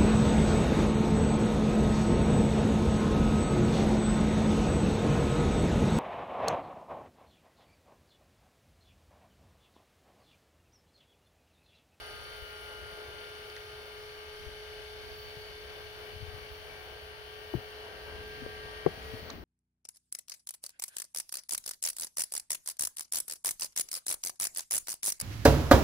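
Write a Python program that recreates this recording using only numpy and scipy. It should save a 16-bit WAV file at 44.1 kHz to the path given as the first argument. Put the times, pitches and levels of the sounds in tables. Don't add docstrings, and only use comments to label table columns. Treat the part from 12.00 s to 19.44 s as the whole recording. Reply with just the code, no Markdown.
import sys
import numpy as np
from scipy import signal
from scipy.fft import rfft, irfft, next_fast_len
from scipy.io import wavfile
from scipy.ndimage import map_coordinates

SR = 44100
rng = np.random.default_rng(int(sys.argv[2]) if len(sys.argv) > 2 else 0)


def linear_from_db(decibels):
    return 10 ** (np.asarray(decibels, float) / 20)


def wav_record(signal):
    frames = np.transpose(np.atleast_2d(signal))
    bounded = np.clip(frames, -1, 1)
    quanta = np.round(bounded * 32767).astype(np.int16)
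    wavfile.write(sys.argv[1], SR, quanta)


N = 328083


def unit(x):
    return x / np.sqrt(np.mean(x ** 2, axis=-1, keepdims=True) + 1e-20)


def along(points, hz):
    f, v = np.transpose(points)
    return np.interp(np.log(hz + 1), np.log(f + 1), v)


def curves(rows):
    s, *cols = np.transpose(rows)
    return [np.interp(np.arange(N) / SR, s, c) for c in cols]


def wobble(rate_hz):
    return np.interp(np.arange(N) * rate_hz / SR, np.arange(400), rng.standard_normal(400))


def since(s):
    return np.maximum(np.arange(N) / SR - s, 0)


def hump(s, half_s):
    return np.exp(-((np.arange(N) / SR - s) / half_s) ** 2)


def filtered(x, response):
    m = next_fast_len(x.shape[-1] + 8192)
    spectrum = rfft(x, m) * response(np.fft.rfftfreq(m, 1 / SR))
    return irfft(spectrum, m)[..., :x.shape[-1]]


def shaped(x, points):
    return filtered(x, lambda hz: linear_from_db(along(points, hz)))


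def pair(alike, lag_s):
    def mid_side(hz):
        angle = np.arccos(np.clip(along(alike, hz), 0, 1)) / 2
        return np.array([np.cos(angle), np.sin(angle)])

    def late(hz):
        return np.exp(np.outer([-1, 1], 1j * np.pi * hz * lag_s))

    mid, side = filtered(rng.standard_normal((2, N)), mid_side)
    return filtered(np.array([mid + side, mid - side]), late)


# frequency in Hz, level in dB per Hz.
AIR_SPECTRUM = [(1500, -40), (3000, -4), (6000, -9), (7800, -14), (9600, -6), (15500, -4)]


def air():
    level_db = -73 + np.array([[5], [-5]])
    return linear_from_db(level_db) * unit(shaped(rng.standard_normal((2, N)), AIR_SPECTRUM))


# time in seconds, buffet level in dB.
BUFFET = [(0, -59), (.3, -62.5), (1.7, -64), (3.2, -60.5), (4.7, -60.5), (5.4, -63.5), (5.9, -63.5),
          (6.2, -57.5), (6.8, -58.5), (7.06, -55.5), (7.44, -56)]
# centre in seconds, rise in dB, half length in seconds, left over right in dB.
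GUSTS = [(0.218, 1.5, 0.033, 20), (.46, 0, .05, 10), (0.856, 2, .08, 16), (2.468, 4.5, 0.091, 4),
         (3.102, 2, 0.093, -10), (4.263, 2, 0.16, 18), (5.578, 8.5, 0.038, 20), (5.95, 3.5, 0.023, 30),
         (6.153, 2, 0.11, 9), (6.45, 2, 0.13, 2), (6.68, 2.5, 0.032, 8), (6.883, 4, 0.044, 11),
         (7.15, -1.5, 0.12, 5), (7.376, 2.5, 0.13, 11)]
# frequency in Hz, level in dB per Hz.
RUMBLE_SPECTRUM = [(12, -42), (20, -13), (70, 2), (140, -12.5), (260, -46), (600, -65), (2000, -120)]
# frequency in Hz, level in dB per Hz.
FLAP_SPECTRUM = [(80, -42), (160, -1), (290, 0.5), (420, -9), (1200, -30), (4000, -120)]


def wind():
    buffet_db = curves(BUFFET)[0] + sum(db * hump(s, half_s) for s, db, half_s, _ in GUSTS)
    pan_db = sum(pan * hump(s, half_s) for s, _, half_s, pan in GUSTS) + 0.95 * wobble(3.8)
    rumble = unit(shaped(pair([(50, 0.45)], lag_s=0), RUMBLE_SPECTRUM))
    flap = unit(shaped(pair([(50, 0.62)], lag_s=0), FLAP_SPECTRUM))
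    lumps = linear_from_db(0.45 * np.array([wobble(13), wobble(9.4)]))
    flap_db = 2.1 * (buffet_db + 53) - 2.5
    both = unit(lumps * rumble) + linear_from_db(flap_db) * lumps * flap
    return linear_from_db(buffet_db + 5.5 + 0.3 * np.outer([1, -1], pan_db)) * both


# centre in seconds, swell in dB, half length in seconds.
PHRASES = [(.5, 6, .3), (1.5, 4, .35), (1.97, 3, .25), (3.25, 10, .2), (3.8, 5, .15), (4.08, 5, .1),
           (4.58, 6, .25), (4.95, 4, .15), (5.35, 2, .06), (5.55, 8, .2), (6.0, 5, .1), (6.36, 6, .18),
           (7.22, 10, .25)]
# frequency in Hz, level in dB per Hz.
WING_SPECTRUM = [(12500, -36), (13600, -1), (14500, 17), (15600, 2), (17000, -34)]


def cricket():
    strokes_hz = 88.6 * (1 + 0.012 * wobble(2))
    strokes = np.cumsum(strokes_hz) / SR
    clicks = np.diff(np.floor(strokes), prepend=0) * linear_from_db(2.5 * wobble(60))
    click = shaped(clicks, WING_SPECTRUM)
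    gate = np.exp(1.1 * (np.cos(2 * np.pi * strokes - 2.2) - 1))
    wing_back = gate * rng.standard_normal((2, N))
    rasp = filtered(wing_back, lambda hz: linear_from_db(along(WING_SPECTRUM, hz / 1.05)))
    wing = unit(np.array([click, np.roll(click, 5)])) + linear_from_db(-1) * unit(rasp)
    swell_db = sum(db * hump(s, half_s) for s, db, half_s in PHRASES)
    pan_db = np.array([[4], [-10]])
    return unit(wing) * linear_from_db(-73 + swell_db + 1.2 * wobble(25) + pan_db)


# start in seconds, left in dB, right in dB, frequency in Hz, swell in ms.
KNOCKS = [(5.5375, -21.5, -41, 342, 4.6), (5.5398, -26.5, -39, 694, 0.8), (5.5503, -18.5, -32, 134, 2.7),
          (5.565, -32, -46, 114, 5.5), (6.8625, -8, -37, 406, 2.14), (6.8629, -40, -20, 674, 1.5),
          (6.8664, -44, -29, 454, 3.3), (6.8621, -22.5, -40, 162, 5.4), (6.8625, -26.5, -43, 1110, 1.8),
          (6.863, -35.5, -50, 1990, 1.2), (6.8738, -21.5, -38, 455, 2), (6.886, -36, -43, 427, 3.1),
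          (6.8625, -20.5, -39, 780, 2.2)]
# start in seconds, left in dB, frequency in Hz, swell in ms.
RATTLES = [(6.419, -35.5, 250, 5.1), (6.428, -39, 109, 6.5), (6.463, -25.5, 448, 1.04),
           (6.462, -35, 960, 0.57), (6.502, -40, 475, 2.2), (6.647, -43, 132, 4), (6.685, -42, 915, 2.1),
           (6.975, -39, 160, 2.3), (7.131, -34, 110, 7.4), (7.135, -36, 250, 4.4), (7.226, -39, 129, 3.4)]
# start in seconds, left in dB, right in dB, frequency in Hz.
BUMPS = [(0.421, -36, -51, 61.3), (0.931, -51, -51, 134), (1.73, -50, -51, 111), (2.465, -35, -58, 60),
         (3.368, -41, -49, 120), (4.161, -34, -47, 74), (4.204, -39, -59, 90), (4.224, -30.5, -54, 90.5),
         (4.28, -34, -50, 69), (4.341, -34.5, -54, 75), (4.514, -59, -39, 62), (5.933, -50, -62, 59)]


def blows():
    out = np.zeros((2, N + SR))
    t = np.arange(SR // 8) / SR
    rattles = [(s, db, db - 16, hz, ms) for s, db, hz, ms in RATTLES]
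    bumps = [(*row, 1000 * 0.49 / row[-1]) for row in BUMPS]
    for s, left_db, right_db, hz, swell_ms in KNOCKS + rattles + bumps:
        u = 1000 * t / swell_ms
        ring = u * np.exp(1 - u) * np.sin(2 * np.pi * hz * t)
        out[:, round(s * SR):][:, :len(t)] += np.outer(linear_from_db([left_db, right_db]), ring)
    return out[:, :N]


# start in seconds, left in dB, right in dB, part.
TICKS = [(1.5, -38, -38, 'contact'), (1.565, -38, -37, 'contact'), (1.565, -38, -34, 'link'),
         (1.574, -41, -37, 'link'), (6.862, -39, -46, 'lever'), (7.02, -42, -44, 'shoe'),
         (7.301, -39, -29, 'pawl'), (7.301, -36, -44, 'spring'), (7.297, -50, -58, 'cap'),
         (7.298, -34, -36, 'frame'), (7.025, -54, -62, 'wire')]
PARTS = {'contact': (4200, 3400, .006), 'link': (1780, 900, .018), 'lever': (2700, 1200, .006),
         'pawl': (4100, 1300, .018), 'spring': (6100, 1800, .016), 'cap': (9600, 2000, .02),
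         'frame': (1000, 1400, .08), 'wire': (6900, 900, .09), 'shoe': (2000, 900, .15)}


def ticks():
    out = np.zeros((2, N + SR))
    t = np.arange(SR // 8) / SR
    for s, left_db, right_db, part in TICKS:
        hz, width_hz, t60_s = PARTS[part]

        def resonance(f):
            return (1j * f * width_hz / (hz * hz - f * f + 1j * f * width_hz)) ** 3

        noise = [[1, 0.98], [1, -0.54]] @ rng.standard_normal((2, len(t)))
        crack = filtered(linear_from_db(-60 * t / t60_s) * noise, resonance)
        crack = crack / np.abs(crack).max(axis=1, keepdims=True)
        out[:, round(s * SR):][:, :len(t)] += linear_from_db([[left_db], [right_db]]) * crack
    return out[:, :N]


LANDS_S, RACE_S, CUT_S = 6.885, 0.06, 7.2
LINES_DIE_DB_PER_S = -35


def shaft():
    loaded_hz = 35.345 + 0.022 * since(0) + 0.05 * wobble(7)
    race_hz = 1.15 * (1 - np.exp(-since(LANDS_S) / RACE_S))
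    sag_hz = 5.2 * since(CUT_S)
    return 2 * np.pi * np.cumsum(loaded_hz + race_hz - sag_hz) / SR


BOOM_S = (0.3, 3.07, 6.9)


def boom(*height_db):
    return np.interp(np.arange(N) / SR, BOOM_S, height_db)


def worn(turn):
    marks = rng.standard_normal((2, 24, 1300))
    slow = np.arange(N) * 22 / N
    round_shaft = turn / (2 * np.pi) % 1 * 1246
    near, own = (map_coordinates(m, [slow, round_shaft], order=1) for m in marks)
    return unit(np.array([np.roll(near, 7) + 0.7 * own, near]))


# time in seconds, noise power in dB, gear hum in dB.
DRIVE = [(0.0, 2.5, -56.5), (0.29, 1, -54.5), (0.599, 0.5, -53.5), (1.4, 0.5, -51), (1.86, -0.5, -50.5),
         (2.3, 0, -49.5), (3.6, -0.5, -50.5), (4.6, -.5, -52.5), (5.3, -1.5, -52.5), (6.0, 0, -49),
         (6.65, 1, -49.5), (6.82, 1, -51), (6.93, 1.5, -59), (7.08, 2.5, -51.5), (7.17, 2.5, -45.5),
         (7.22, 1, -61), (7.31, 2.5, -53), (7.44, -7.5, -74)]
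# boom high in dB, half in dB, low in dB, change after the cut in dB per s.
GROWL = (-55, -54.5, -52.5, 13)
WHIRR = (-52.5, -51, -52.5, -8)
HISS = (-66.5, -67, -69, -5)
# frequency in Hz, width in Hz, gain in dB.
CASING = [(662, 57, 3), (1544, 120, 6), (2250, 110, 1.5), (3200, 380, 0), (4490, 88, 3), (6100, 130, 5.5),
          (9430, 210, 2), (10700, 130, 6)]
# frequency in Hz, level in dB per Hz.
LEFT_PORT = [(150, -0.5), (280, -7.5), (400, 13.5), (600, 8.5), (1000, 3), (1500, 5.5), (2200, 8.5),
             (3000, 9.5), (3800, 1), (5500, -1), (7800, -14), (9600, -1), (13000, -7.5), (15300, -9.5)]
RIGHT_PORT = [(150, -4), (280, -2), (400, 3), (600, 7), (1000, 2), (1500, 2), (2200, 4), (2500, -4),
              (4500, 6), (5700, -5.5), (7000, -34), (8800, -13.5), (10300, -34.5), (15300, -27.5)]
# frequency in Hz, likeness 0 to 1.
ALIKE = [(200, 1), (500, 0.63), (1000, 0.39), (2000, 0.23), (3300, 0.23), (6000, 0.13), (8000, 0.056)]


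def whirr(turn):
    def band_db(high_db, half_db, low_db, fade_db_per_s):
        return curves(DRIVE)[0] + boom(high_db, half_db, low_db) + fade_db_per_s * since(CUT_S)

    def casing_and_ports(hz):
        casing_db = sum(db / (1 + (2 * (hz - c) / w) ** 2) for c, w, db in CASING)
        ports_db = [along(LEFT_PORT, hz), along(RIGHT_PORT, hz)]
        return linear_from_db(ports_db) * linear_from_db(casing_db) * (hz > 90)

    marks = linear_from_db(LINES_DIE_DB_PER_S * since(CUT_S) - 8) * worn(turn)
    noise = filtered(pair(ALIKE, lag_s=0.00013) + marks, casing_and_ports)
    low = filtered(noise, lambda hz: 1 / (1 + (hz / 1400) ** 4))
    hiss = filtered(noise, lambda hz: 1 / (1 + (7600 / (hz + 1)) ** 8))
    mid = noise - low - hiss
    growl_db = band_db(*GROWL) - 0.5 + 2.0 * wobble(10)
    whirr_db = band_db(*WHIRR) - 1.0
    brush_drop_db = -7 * (1 - np.exp(-since(CUT_S) / 0.033))
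    hiss_db = band_db(*HISS) + 3.0 + brush_drop_db
    high = mid / np.std(mid) * linear_from_db(whirr_db) + hiss / np.std(hiss) * linear_from_db(hiss_db)
    throb = 1 + 0.037 * np.cos(turn) + 0.038 * np.cos(5 * turn)
    return high * throb * linear_from_db(0.24 * wobble(8)) + low / np.std(low) * linear_from_db(growl_db)


def line(k, db, pan_db, lead, turn, offset):
    k = round(k)
    left = 1 / np.sqrt(1 + linear_from_db(-2 * pan_db))
    right = np.sqrt(1 - left ** 2)
    beat = np.roll(offset, rng.integers(1246))
    size = 2 * linear_from_db(db) * (1 + np.clip((k - 50) / 60, 0, 1) * beat)
    phase = k * turn + rng.uniform(0, 2 * np.pi) + 0.0094 * k * wobble(30)
    return size * [left * np.sin(phase), right * np.sin(phase + lead)]


# multiple of shaft speed, left over right in dB, right lead in rad.
MAIN_ORDERS = [(12, 0.5, 0.35), (40, -1, 1.84), (45, -3, 1.0), (128, -13.5, -1.95)]
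# rest in dB, swell in dB, centre in seconds, half length in seconds, second centre in seconds.
WHINE_SWELLS = [(-66, 14, .7, 1.3, -9), (-61.5, 8, 6.5, .75, -.5), (-65.5, 8, .2, .35, 3.3)]
# multiple of shaft speed, left over right in dB, right lead in rad.
WEAK_ORDERS = [(18, -8, 0), (21, 16, -.4), (24, 16, -.1), (25, 5, -2.5), (33, 0, -2.5), (35, -2, .1),
               (50, -13, 3), (52, 13, 1.3), (54, 19, -1), (58, 3, 1), (61, -1, -1.5), (62, 2, -2),
               (64, 7, 2), (69, 8, 3.5), (76, 19, 1), (78, 12, -1.5), (83, 15, .3), (85, 11, -2.5),
               (88, 10, -.3), (91, 10, -1.8), (100, 8.5, -.5), (113, 8, 1), (117, -7, -1.6), (120, 1, 0),
               (124, -8, -1.3), (164, 8, 0), (263, 13, 0), (277, 13, 0), (282, 13, 0), (322, 13, 0)]
# boom high in dB, boom half in dB, boom low in dB.
WEAK_LEVELS = [(-69, -69.5, -63.5), (-77, -69, -61), (-63.5, -67, -68.5), (-71, -65, -66),
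               (-62, -66, -59.5), (-61.5, -72, -96), (-67, -70, -66), (-65, -75.5, -57), (-98, -74, -68),
               (-66, -91, -67), (-69.5, -62, -93), (-74, -67, -90), (-58.5, -61, -60), (-82, -80, -70),
               (-84, -81.5, -72), (-71, -74, -63.5), (-59.5, -60.5, -62), (-64, -66, -65),
               (-61, -66.5, -65), (-68, -69, -62), (-64.5, -64.5, -69.5), (-72, -94, -83), (-82, -74, -64),
               (-82, -75, -79), (-66, -72, -96), (-75, -76, -85), (-75, -81, -87), (-69, -87, -76),
               (-98, -89, -86), (-90, -77, -80)]


def gears(turn):
    unload_db = -4 * (1 - np.exp(-since(LANDS_S) / RACE_S))
    dying_db = LINES_DIE_DB_PER_S * since(CUT_S) + unload_db
    offset = np.clip(0.39 + 0.4 * wobble(14), 0, 1) * np.cos(turn + 0.5 * wobble(4.2))
    main_db = [curves(DRIVE)[1]]
    for rest_db, swell_db, s, half_s, again_s in WHINE_SWELLS:
        swell = hump(s, half_s) + hump(again_s, half_s)
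        main_db.append(rest_db + swell_db * swell + 0.66 * wobble(4) + dying_db)
    out = np.zeros((2, N))
    for (k, pan_db, lead), db in zip(MAIN_ORDERS, main_db):
        out += line(k, db + 0.8 * wobble(18), pan_db, lead, turn, offset)
    for (k, pan_db, lead), height_db in zip(WEAK_ORDERS, WEAK_LEVELS):
        flutter_db = 2.2 * wobble(14) + 1.0 * wobble(2.52)
        out += line(k, boom(*height_db) + dying_db + flutter_db, pan_db, lead, turn, offset)
    return out


def scene():
    turn = shaft()
    return air() + wind() + cricket() + blows() + ticks() + whirr(turn) + gears(turn)


def band_limit(x):
    return signal.sosfilt(signal.butter(12, 16470, fs=SR, output="sos"), x)


def record(dry):
    mix = filtered(dry, lambda hz: hz < 15815)
    return band_limit(mix)


dry = scene()
out = record(dry)
wav_record(out)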